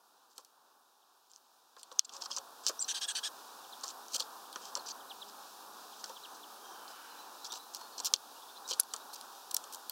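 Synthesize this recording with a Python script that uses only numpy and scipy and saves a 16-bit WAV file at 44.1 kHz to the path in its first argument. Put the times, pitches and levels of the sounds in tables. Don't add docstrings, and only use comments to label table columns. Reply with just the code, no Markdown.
import sys
import numpy as np
from scipy import signal
from scipy.fft import rfft, irfft, next_fast_len
from scipy.io import wavfile
from scipy.ndimage import uniform_filter1d

SR = 44100
rng = np.random.default_rng(int(sys.argv[2]) if len(sys.argv) > 2 else 0)


def gain_from_db(level_db):
    decades = np.asarray(level_db, float) / 20
    return 10 ** decades


def inscribe(sig):
    pcm = np.round(np.clip(np.atleast_2d(sig).T, -1, 1) * 32767)
    wavfile.write(sys.argv[1], SR, pcm.astype(np.int16))


N = 437031
t = np.arange(N) / SR

# f/Hz, level/dB
RUMBLE_EQ = [(15, -71), (25, -53), (119, -29.5), (202, -21), (238, -13.5), (413, -9.5), (630, -9),
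             (785, -0.5), (1050, -1), (1460, -6), (2000, -20.5), (2600, -28), (4400, -120)]
# f/Hz, level/dB
YARD_EQ = [(2250, -4), (2700, -1.5), (3200, 0.5), (3700, 5.5), (4200, 3), (5200, 4), (6800, 0), (9000, -7)]
# f/Hz, level/dB
CIRCUIT_EQ = [(6000, -21.5), (9000, -10), (12000, -9.5), (15000, -9.5), (15800, -11.5)]
# t/s, level/dB
GAIN = [(0, -67.5), (1.1, -68.5), (1.78, -67), (1.99, -60), (2.005, -72), (2.04, -63.5), (2.15, -56),
        (2.45, -56.5), (2.75, -53.5), (4.3, -53), (9.91, -53.5)]
YARD_DB, CIRCUIT_DB, CIRCUIT_LAG_S = -4.5, -7.5, 0.098

# f/Hz, level/dB
FEATHERS_EQ = [(1350, -48), (2300, -7.5), (3550, -5.5), (3960, -2), (5110, -0.5), (7080, -3.5),
               (9000, -10.5), (11700, -58), (19800, -120)]
# t/s, length/s,
# level/dB
SHUFFLES = [(2.044, 0.016, -44), (2.111, 0.082, -49.5), (2.202, 0.035, -47), (2.231, 0.042, -45.5),
            (2.293, 0.057, -46), (2.331, 0.039, -55), (2.357, 0.035, -42.5), (2.631, 0.028, -52),
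            (2.648, 0.035, -48), (2.665, 0.015, -34), (2.694, 0.02, -47), (2.8, 0.05, -50),
            (3.792, 0.022, -59), (4.206, 0.024, -52), (4.58, 0.15, -54.5), (4.645, 0.014, -56),
            (4.85, 0.045, -51), (4.88, 0.032, -43.5), (5.28, 0.027, -52.5), (5.98, 0.054, -56),
            (6.34, 0.027, -55), (7.455, 0.026, -46), (7.532, 0.059, -47.5), (7.987, 0.012, -42),
            (8.148, 0.015, -46), (8.731, 0.02, -49), (9.155, 0.012, -45.5)]
# t/s, length/s, level/dB
BRUSHES = [(.295, 0.047, -68.5), (.351, 0.072, -63.5), (1.296, 0.023, -67), (1.33, 0.062, -67),
           (1.776, 0.05, -61), (1.912, 0.022, -56), (3.832, .016, -40), (3.839, 0.089, -49.5),
           (4.088, 0.17, -53.5), (4.12, 0.0093, -54), (4.131, 0.014, -41), (4.749, 0.025, -49),
           (6.045, 0.088, -60), (6.878, .051, -55.5), (7.443, 0.014, -45), (7.731, 0.047, -48),
           (8.033, 0.019, -51), (8.07, 0.017, -42), (8.68, 0.048, -45), (8.697, 0.015, -45.5),
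           (1.955, 0.025, -67)]
# t/s, length/s, level/dB
CRUMBS = [
    (9.127, 0.027, -47),
    (9.509, 0.009, -41.5),
    (9.72, 0.027, -48),
    (9.744, 0.0095, -44.5),
]
# t/s, length/s, level/dB
SCRAPES = [(1.792, 0.0075, -60.5), (2.68, 0.021, -36.5), (7.52, 0.011, -41), (8.688, 0.019, -48),
           (4.141, 0.028, -34.5), (4.181, 0.0043, -50), (4.19, 0.015, -49), (4.212, 0.0037, -48),
           (7.978, .009, -44), (8.047, 0.027, -33), (8.7965, 0.006, -30.5), (8.808, .006, -37)]
# events, centre f/Hz, treble level/dB, share of length spent fading/1
RUSTLE_TYPES = [
    (SHUFFLES, 5150, -21, 0.68),
    (BRUSHES, 5860, -15, 0.46),
    (CRUMBS, 5450, -1.2, 0.68),
    (SCRAPES, 5800, -11.5, 0.2),
]

# t/s, peak level/dB, ring f/Hz, scattered tail level/dB
KNOCKS = [(1.3159, -41.5, 6900, -18), (2.137, -33, 6500, -15), (2.2214, -26, 5200, -11),
          (2.2585, -28.5, 5200, -10), (2.3153, -22.5, 5260, -21), (2.3647, -20, 5960, -26),
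          (2.37, -22, 6130, -28), (2.3843, -22.5, 6030, -12), (2.6658, -11, 5500, -14),
          (2.6757, -23, 4800, -6), (2.682, -19.5, 5340, -5.5), (3.8806, -25, 6040, -32),
          (3.9025, -34, 6500, -3), (4.2222, -28, 4400, -17), (4.559, -32.5, 5600, 0),
          (4.655, -35, 5600, -3), (4.7532, -16, 5700, -13.5), (6.0419, -24.5, 5470, -5.5),
          (6.0596, -35, 5540, -24), (6.8796, -40, 4010, -4), (8.001, -24, 7000, -5.5),
          (8.1395, -16.5, 3380, 1), (8.142, -21, 6500, -7), (7.469, -44, 6000, -13),
          (7.572, -48, 5500, -13), (8.71, -24, 5850, -1), (8.734, -29, 6000, 3.5)]
# t/s, peak level/dB, ring f/Hz, scattered tail level/dB
PECKS = [(1.3354, -41, 5300, -26), (1.3614, -36, 5960, -36), (1.7661, -49, 4010, -2),
         (1.8311, -34.5, 8300, -3), (1.916, -38.5, 3720, -11), (1.9933, -4, 5900, -15.5),
         (2.0364, -57, 5500, -16), (2.0473, -44, 4500, -10), (2.0933, -41, 3230, 1),
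         (2.6903, -29, 5540, -5), (2.7154, -38, 5810, -12), (3.8109, -35, 6300, -20),
         (3.8878, -29, 6000, -13), (4.0832, -33, 6030, -19), (4.204, -20, 4400, -5),
         (4.7713, -33, 5470, 2.5), (4.8837, -34, 5990, -20), (6.0955, -35.5, 5600, -2.5),
         (7.5368, -40, 5100, 2), (7.556, -39, 7200, 2), (7.8124, -39, 5600, -2.5),
         (8.1378, -4.5, 5760, -14), (8.1619, -22, 4940, -29), (8.6781, -35, 5900, -15.5),
         (8.9633, -26, 7250, -11), (9.212, -33, 4630, -11), (9.64, -32, 7300, -6)]
# t/s, peak level/dB, ring f/Hz, scattered tail level/dB
CLAWS = [
    (4.1983, -22, 4650, -5),
    (7.4531, -38, 3740, 1),
    (8.716, -26, 4230, 2),
    (8.8335, -30, 9470, -4),
    (8.937, -28.5, 6600, 5),
    (9.136, -38, 4060, -9),
    (9.7577, -33, 6900, -21),
]
# t/s, peak level/dB, ring f/Hz, scattered tail level/dB
CRACKS = [
    (0.38, -42.5, 6100, 2),
    (0.4485, -44.5, 6300, -7),
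    (7.748, -26.5, 5670, -12.5),
    (8.047, -23, 5550, -16),
    (9.5427, -34, 9900, -4.5),
    (9.5463, -21, 5850, -16),
    (9.5662, -18.5, 7160, -9),
    (9.5675, -34, 5600, -36),
    (9.8967, -29, 4800, -3.5),
]
# t/s, peak level/dB, ring f/Hz, scattered tail level/dB
SNAPS = [(4.2045, -33, 14500, -30), (4.528, -42, 8300, 6), (8.058, -24, 12600, -25),
         (8.7948, -36, 9000, -15), (8.7992, -8, 10600, -30), (8.8027, -9.5, 10900, -26),
         (8.8035, -15.5, 6040, -8), (9.2115, -37, 9600, -10), (9.5452, -16, 12600, -12),
         (9.8965, -24, 13000, -34), (9.9, -38, 12100, -12)]
# events, treble level/dB, tail T60/s, lowest twig mode level/dB, relative click width/1
TAP_TYPES = [
    (KNOCKS, -31, .022, -2, 0.23),
    (PECKS, -17, 0.021, -2.3, .29),
    (CLAWS, -10.5, 0.016, -12, .29),
    (CRACKS, 5.4, 0.013, -22, .25),
    (SNAPS, 0, 0.01, -27, 0.069),
]
# f/Hz, relative width/1, level/dB
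TWIG = [(3500, 0.11, 9), (4400, 0.18, 10.5), (5600, 0.097, 1), (7140, 0.041, -23)]
FRAME_HZ = [3200, 4450, 5100, 5750, 6400, 7300]
FRAME_SCATTER_DB = 6.5
WALL_T60_S, WALL_DB = 0.097, -18.5

# t/s, peak level/dB, ring f/Hz, hollow boom above the ring/dB
THUMPS = [(0.383, -46.5, 1040, -10), (1.766, -46.5, 1110, -11), (1.917, -41, 1010, -11),
          (1.992, -40.5, 1190, -30), (2.145, -42.5, 1030, -26), (2.22, -44, 970, -21),
          (2.259, -38, 1110, -20), (2.304, -38, 1070, -29), (2.374, -33, 1110, -33),
          (2.666, -35.5, 1300, -18), (2.695, -32.5, 1250, -6.5), (3.838, -34.5, 1090, -15),
          (4.15, -40.5, 1300, -6.5), (4.202, -40, 1070, -6.5), (4.559, -31.5, 1280, -17.5),
          (4.761, -35, 1050, -12), (4.774, -38, 1060, -6.5), (6.039, -38.5, 1360, -18),
          (6.097, -40, 950, -6), (7.529, -44.5, 910, -7), (7.811, -41, 900, -27), (7.998, -40, 970, -9),
          (8.07, -41, 1310, -22), (8.136, -35, 1140, -6.5), (8.71, -37.5, 990, -4),
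          (8.7945, -33.5, 1470, -17), (8.938, -37, 1200, -12)]
SEED_T60_S = 0.078

# t/s, length/s, start f/Hz, level/dB
CHIRPS = [(1.015, .022, 4100, -74), (4.448, .018, 4000, -60), (3.637, .019, 3950, -54),
          (3.722, .022, 4400, -48), (4.527, .02, 4100, -56), (5.0, .016, 3900, -55),
          (5.097, .027, 4250, -46), (5.214, .019, 4200, -43), (5.921, .022, 4100, -56),
          (6.159, .022, 4000, -50), (6.234, .028, 4280, -46), (6.425, .022, 4150, -50)]
# t/s, length/s, start f/Hz, level/dB
WHISTLES = [(1.986, 0.0068, 6400, -42), (2.125, 0.12, 550, -62), (2.27, 0.087, 560, -62),
            (2.36, 0.064, 552, -56), (2.792, 0.0044, 5760, -35), (2.844, 0.0046, 5740, -34),
            (2.8435, 0.0098, 4200, -43), (6.98, 0.22, 1570, -63), (7.078, 0.081, 4100, -61),
            (7.166, 0.067, 4020, -54), (7.23, .08, 4020, -67), (7.33, 0.08, 4010, -67),
            (7.4, 0.068, 4000, -55), (7.45, 0.25, 3930, -62), (7.55, 0.093, 3960, -58),
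            (7.56, 0.19, 4140, -68), (7.77, 0.12, 4320, -57.5), (7.9, 0.091, 4360, -60),
            (8.355, 0.029, 2850, -60), (8.568, 0.015, 4100, -50)]
# t/s, length/s, start f/Hz, level/dB
WARBLES = [
    (4.792, .009, 4400, -46),
    (8.908, .016, 4170, -53),
    (6.64, .14, 6050, -65),
]
# t/s, length/s, start f/Hz, level/dB
TWITTER = [
    (7.484, 0.047, 5650, -56),
    (7.502, 0.013, 3500, -47),
    (8.416, 0.027, 3450, -56.5),
    (8.48, 0.036, 3500, -57),
    (8.552, 0.027, 3550, -56),
    (8.645, 0.028, 3750, -55),
    (9.0, 0.027, 3750, -57.5),
    (9.09, 0.042, 3900, -60),
]
# t/s, length/s, start f/Hz, level/dB
HUMS = [
    (6.22, 0.81, 367.6, -71),
    (6.25, 0.28, 298, -70),
    (6.85, 0.5, 301, -75),
]
# t/s, length/s, start f/Hz, level/dB
TRILL_DOWN = [
    (2.7985, 0.0071, 8730, -35.5),
    (2.8125, 0.0072, 7600, -32.5),
    (2.818, .005, 8400, -40),
    (2.8225, 0.0064, 7570, -28),
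    (2.802, .007, 6100, -42),
    (2.818, .01, 6200, -44),
    (2.819, 0.014, 4900, -45),
    (2.823, 0.0086, 4260, -47),
]
# t/s, length/s, start f/Hz, level/dB
TRILL_UP = [
    (2.801, .014, 7500, -35),
    (2.832, 0.0048, 7100, -42),
    (2.838, 0.0079, 7000, -52),
    (2.798, .003, 6200, -40),
]
# events, end over start pitch/1, fall/(Hz/s), warble 0 to 1, softness of the ends/1
NOTE_TYPES = [
    (CHIRPS, 1, 62000, .3, .35),
    (WHISTLES, .997, 0, .35, .5),
    (WARBLES, .94, 0, .9, .2),
    (TWITTER, 1.05, 0, .8, .2),
    (HUMS, 1.005, 0, .05, .6),
    (TRILL_DOWN, .95, 0, .15, .4),
    (TRILL_UP, 1.11, 0, .15, .4),
]

# t/s, length/ms, level/dB, first
# mode f/Hz, second mode f/Hz
CREAKS = [(2.047, 16, -55, 4450, 6000), (2.092, 9, -55, 3200, 5600), (2.219, 8, -44, 5150, 4500),
          (2.257, 8, -44, 5100, 4500), (2.306, 20, -44, 5050, 3200), (2.343, 12, -49, 5200, 6000),
          (2.363, 14, -43, 6100, 4700), (2.674, 5, -36, 5800, 4500), (2.68, 8, -36, 5100, 6600),
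          (2.689, 9, -41, 5100, 6000), (3.834, 12, -44, 4500, 6100), (3.862, 10, -53, 4500, 5900),
          (3.886, 10, -53, 3300, 6000), (4.145, 6, -40, 4500, 6300), (4.154, 8, -39, 4400, 6400),
          (4.163, 7, -46, 3200, 4700), (4.198, 4, -35, 4500, 5600), (4.2035, 4, -39, 4400, 3200),
          (4.212, 6, -48, 4400, 6300), (4.221, 5, -43, 4600, 3600), (4.858, 24, -49, 4700, 5900),
          (4.882, 12, -47, 5900, 7200), (4.902, 20, -44, 4600, 6100), (7.444, 8, -47, 4400, 5400),
          (7.45, 6, -48, 3400, 5200), (7.52, 4, -44, 6600, 4600), (7.524, 7, -43, 5700, 3700),
          (7.536, 6, -43, 4200, 5600), (7.979, 6, -43, 4280, 5750), (8.0005, 6, -42, 4300, 5500),
          (8.057, 9, -37, 5600, 6900), (8.065, 6, -39, 3500, 5400), (8.677, 4, -44, 5750, 7500),
          (8.708, 5, -40, 6300, 5700), (8.713, 6, -38, 4450, 3200), (8.726, 5, -37, 4700, 3200),
          (8.936, 5, -35, 7600, 5900), (9.5115, 5, -44, 4150, 8300), (9.5455, 3, -36, 5500, 8300),
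          (9.566, 3.5, -34, 5400, 10400)]
CREAK_DB = 1

# t/s, length/s, level/dB, pitch f/Hz, beak resonance f/Hz
SCOLD = [
    (2.876, 0.058, -31.5, 521, 5950),
    (2.936, 0.062, -35, 515, 4960),
    (3.006, 0.057, -32.5, 516, 5370),
    (3.075, 0.053, -32.5, 565, 7800),
    (3.144, 0.059, -32.5, 490.7, 4540),
    (3.226, 0.066, -33, 565, 5160),
]
# f/Hz, level/dB
THROAT_EQ = [(1200, -22), (1740, -3), (2250, -10), (3200, -1), (3800, 1.5), (4550, -6), (5050, -14),
             (5600, -2.5), (6600, -8), (7900, -10), (8500, -4.5), (9700, -18.5), (11000, -21.5),
             (14000, -28)]
BEAK_DB, SCOLD_FADE_DB = -6, -6

# t/s, pitch f/Hz, level/dB
ENGINE = [
    (4.3, 195, -84),
    (4.8, 199.7, -76),
    (5.8, 210, -75.5),
    (6.8, 219, -80),
    (7.0, 223, -99),
]
ENGINE_PARTIALS_DB = [-6, -0.5]
# t/s, pitch f/Hz, level/dB
CRY = [
    (6.58, 1610, -70),
    (6.64, 1600, -60),
    (6.76, 1580, -59),
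    (6.8, 1535, -63),
    (6.92, 1515, -64),
    (7.0, 1490, -63),
    (7.14, 1470, -71),
]
CRY_PARTIALS_DB = [-8, 0, -18, -14]

# f/Hz, level/dB
TYRES_EQ = [(1400, 6), (1800, -2), (3000, -3)]
CAR_S, CAR_SPAN_S, CAR_DB = 7.04, 0.22, -58


def unit(x):
    return x / np.sqrt(np.mean(x ** 2))


def peak(x):
    return x / np.abs(x).max()


def colour(x, points):
    hz, db = np.transpose(points)
    size = next_fast_len(len(x))
    octave = np.log2(np.arange(size // 2 + 1) * SR / size + 1)
    below = np.maximum(np.log2(hz[0]) - octave, 0)
    above = np.maximum(octave - np.log2(hz[-1]), 0)
    gain = gain_from_db(np.interp(octave, np.log2(hz), db) - 53 * (below + above))
    return unit(irfft(rfft(x, size) * gain, size)[:len(x)])


def walk(rate):
    hold = int(SR / rate)
    steps = np.repeat(rng.standard_normal(N // hold + 1), hold)
    return unit(uniform_filter1d(steps, hold)[:N])


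def ring(x, hz, width):
    return signal.lfilter(*signal.iirpeak(hz, 1 / max(width, .02), fs=SR), x)


def frame(x, shares):
    return sum(gain_from_db(FRAME_SCATTER_DB * share) * ring(x, hz, 0.023) for hz, share in zip(FRAME_HZ, shares))


def add(out, s, sound):
    i = int(s * SR)
    out[i:i + len(sound)] += sound[:N - i]


def with_kind(types):
    return [row + tuple(kind) for table, *kind in types for row in table]


def ground():
    gain_db = np.interp(t, *np.transpose(GAIN))
    keep = np.exp(-1 / (CIRCUIT_LAG_S * SR))
    late_db = gain_db[0] + signal.lfilter([1 - keep], [1, -keep], gain_db - gain_db[0])
    circuit_db = np.minimum(gain_db, late_db) + CIRCUIT_DB
    layers = [(RUMBLE_EQ, gain_db, 1.05 * walk(9.9)),
              (YARD_EQ, gain_db + YARD_DB, 0.7 * walk(12)),
              (CIRCUIT_EQ, circuit_db, 0.41 * walk(19))]
    return sum(colour(rng.standard_normal(N), points) * gain_from_db(db + wander_db)
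               for points, db, wander_db in layers)


def rustles():
    grains = rng.standard_normal(N) * gain_from_db(2.8 * walk(900) + 0.46 * walk(120))
    body = colour(grains, FEATHERS_EQ)
    treble = colour(grains, [(8500, -5.0), (10500, -9.0), (13000, -7.5), (15500, -10.0)])
    out = np.zeros(N)
    rows = with_kind(RUSTLE_TYPES)
    spots = rng.standard_normal((len(rows), len(FRAME_HZ)))
    for (s, length, db, hz, treble_db, fade), shares in zip(rows, spots):
        part = slice(int(s * SR), int((s + length) * SR))
        rub = ring(body[part], hz, 1.0) + 0.67 * frame(body[part], shares)
        sound = unit(rub) + gain_from_db(treble_db) * treble[part]
        add(out, s, gain_from_db(db) * sound * signal.windows.tukey(len(sound), min(fade, 1)))
    return out


def taps():
    out = np.zeros(N)
    fall = np.log(1000) * t[:SR // 8]
    blow = (fall == 0) * 1.
    edge = peak(ring(ring(blow, 9900, 0.86), 9900, 0.86))
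    perch = peak(ring(blow, 3630, 0.12))
    rows = with_kind(TAP_TYPES)
    noises = rng.standard_normal((len(rows), len(fall)))
    spots = rng.standard_normal((len(rows), len(FRAME_HZ)))
    for row, noise, shares in zip(rows, noises, spots):
        s, db, hz, tail_db, treble_db, t60, perch_db, click_width = row
        click = peak(ring(ring(blow, hz, click_width), hz, 0.44))
        twig = sum(gain_from_db(mode_db) * ring(ring(noise, mode_hz, width), mode_hz, 2 * width)
                   for mode_hz, width, mode_db in TWIG)
        scatter = unit(twig) + 0.83 * unit(frame(noise, shares))
        scatter += 0.28 * unit(ring(ring(noise, hz, 0.2), hz, 0.76))
        scatter += gain_from_db(treble_db) * unit(ring(noise, 6200, 0.83))
        decay = np.exp(-fall / t60) + gain_from_db(WALL_DB) * np.exp(-fall / WALL_T60_S)
        tail = scatter * decay + gain_from_db(perch_db) * perch
        add(out, s, gain_from_db(db) * (click + gain_from_db(treble_db) * edge + gain_from_db(tail_db - 7.5) * tail))
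    return out


def thumps():
    out, u = np.zeros(N), t[:SR // 6]
    noises = rng.standard_normal((len(THUMPS), len(u)))
    for (s, db, hz, boom_db), noise in zip(THUMPS, noises):
        blow = gain_from_db(-16.5) * noise * np.exp(-np.log(1000) * u / SEED_T60_S)
        blow[0] = 1
        board = ring(ring(blow, hz, 0.22), hz, 1.0)
        hollow = ring(ring(blow, 540, 0.26), 430, 0.87)
        add(out, s, gain_from_db(db) * (peak(board) + gain_from_db(boom_db + 3.5) * peak(hollow)))
    return out


def notes():
    out, warble = np.zeros(N), walk(700)
    for s, length, hz, db, glide, fall, rough, soft in with_kind(NOTE_TYPES):
        count = int(length * SR)
        pitch = np.linspace(hz, hz * glide - fall * length, count)
        tone = np.sin(2 * np.pi * np.cumsum(pitch) / SR)
        wobble = 1 - rough * 0.19 + rough * warble[int(s * SR):][:count]
        add(out, s, np.sqrt(2) * gain_from_db(db) * np.hanning(count) ** soft * wobble * tone)
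    yard = rng.standard_normal(SR // 5) * np.exp(-t[:SR // 5] / 0.01)
    return out + gain_from_db(-11.0) * signal.fftconvolve(out, yard / np.linalg.norm(yard))[:N]


def creaks():
    out = np.zeros(N)
    noises = rng.standard_normal((len(CREAKS), SR // 20))
    for (s, ms, db, *pair), noise in zip(CREAKS, noises):
        count = int(ms * SR / 1000)
        push = noise * np.pad(np.sqrt(np.hanning(count)), (0, len(noise) - count))
        sound = sum(unit(ring(ring(push, hz, 0.08), hz, 0.2)) for hz in pair)
        add(out, s, gain_from_db(db + CREAK_DB) * unit(sound) * np.sqrt(count / len(noise)))
    return out


def scold():
    s, hz = np.transpose(SCOLD)[[0, 3]]
    phase = 2 * np.pi * np.cumsum(np.interp(t, s, hz) * (1 + 0.033 * walk(120))) / SR
    voice = np.zeros(N)
    for k in range(2, 28):
        swell = gain_from_db(1.0 * walk(45))
        flutter = walk(650) + 1.5 * (k % 3 == 0)
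        voice += swell * flutter * np.sin(k * phase)
    throb = 1 + 0.16 * np.sin(2 * np.pi * np.cumsum(280 * (1 + 0.139 * walk(120))) / SR)
    voice = colour(voice * throb * gain_from_db(0.5 * walk(320)), THROAT_EQ)
    out = np.zeros(N)
    for s, length, db, _, beak_hz in SCOLD:
        note = voice[int(s * SR):int((s + length) * SR)]
        note = unit(note) + gain_from_db(BEAK_DB) * unit(ring(note, beak_hz, 0.08))
        shape = signal.windows.tukey(len(note), .55) * gain_from_db(np.linspace(0, SCOLD_FADE_DB, len(note)))
        add(out, s, gain_from_db(db) * shape * unit(note))
    return out + gain_from_db(-10.0) * np.roll(out, int(0.006 * SR))


def drone(curve, partials_db, flutter_hz, steady):
    s, hz, db = np.transpose(curve)
    phase = 2 * np.pi * np.cumsum(np.interp(t, s, hz)) / SR
    voice = sum(gain_from_db(part_db) * (steady + walk(flutter_hz)) * np.sin((k + 1) * phase)
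                for k, part_db in enumerate(partials_db))
    return voice * gain_from_db(np.interp(t, s, db, left=-200, right=-200))


def engine():
    return drone(ENGINE, ENGINE_PARTIALS_DB, flutter_hz=7.9, steady=1.74)


def cry():
    return drone(CRY, CRY_PARTIALS_DB, flutter_hz=170, steady=0.35)


def car():
    return colour(rng.standard_normal(N), TYRES_EQ) * gain_from_db(CAR_DB) / (1 + ((t - CAR_S) / CAR_SPAN_S) ** 2)


def scene():
    feeder = ground() + rustles() + taps() + thumps()
    return (feeder + notes() + creaks() + scold() + engine() + cry() + car())[None]


def roll_off(x):
    return signal.sosfilt(signal.butter(12, 17000, fs=SR, output="sos"), x)


def record(dry):
    x = 0.22 * dry + 0.72 * signal.lfilter(*signal.iirnotch(2090, 3.5, fs=SR), dry)
    x = signal.sosfilt(signal.ellip(8, .2, 40, 15800, fs=SR, output="sos"), x)
    over = np.maximum(np.abs(x) - gain_from_db(-12.5), 0)
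    held = signal.lfilter([1], [1, -np.exp(-1 / (0.031 * SR))], over)
    late = np.roll(held, int(0.0029 * SR))
    x = x / (1 + 1.03 * late)
    return roll_off(x)


dry = scene()
out = record(dry)
inscribe(out)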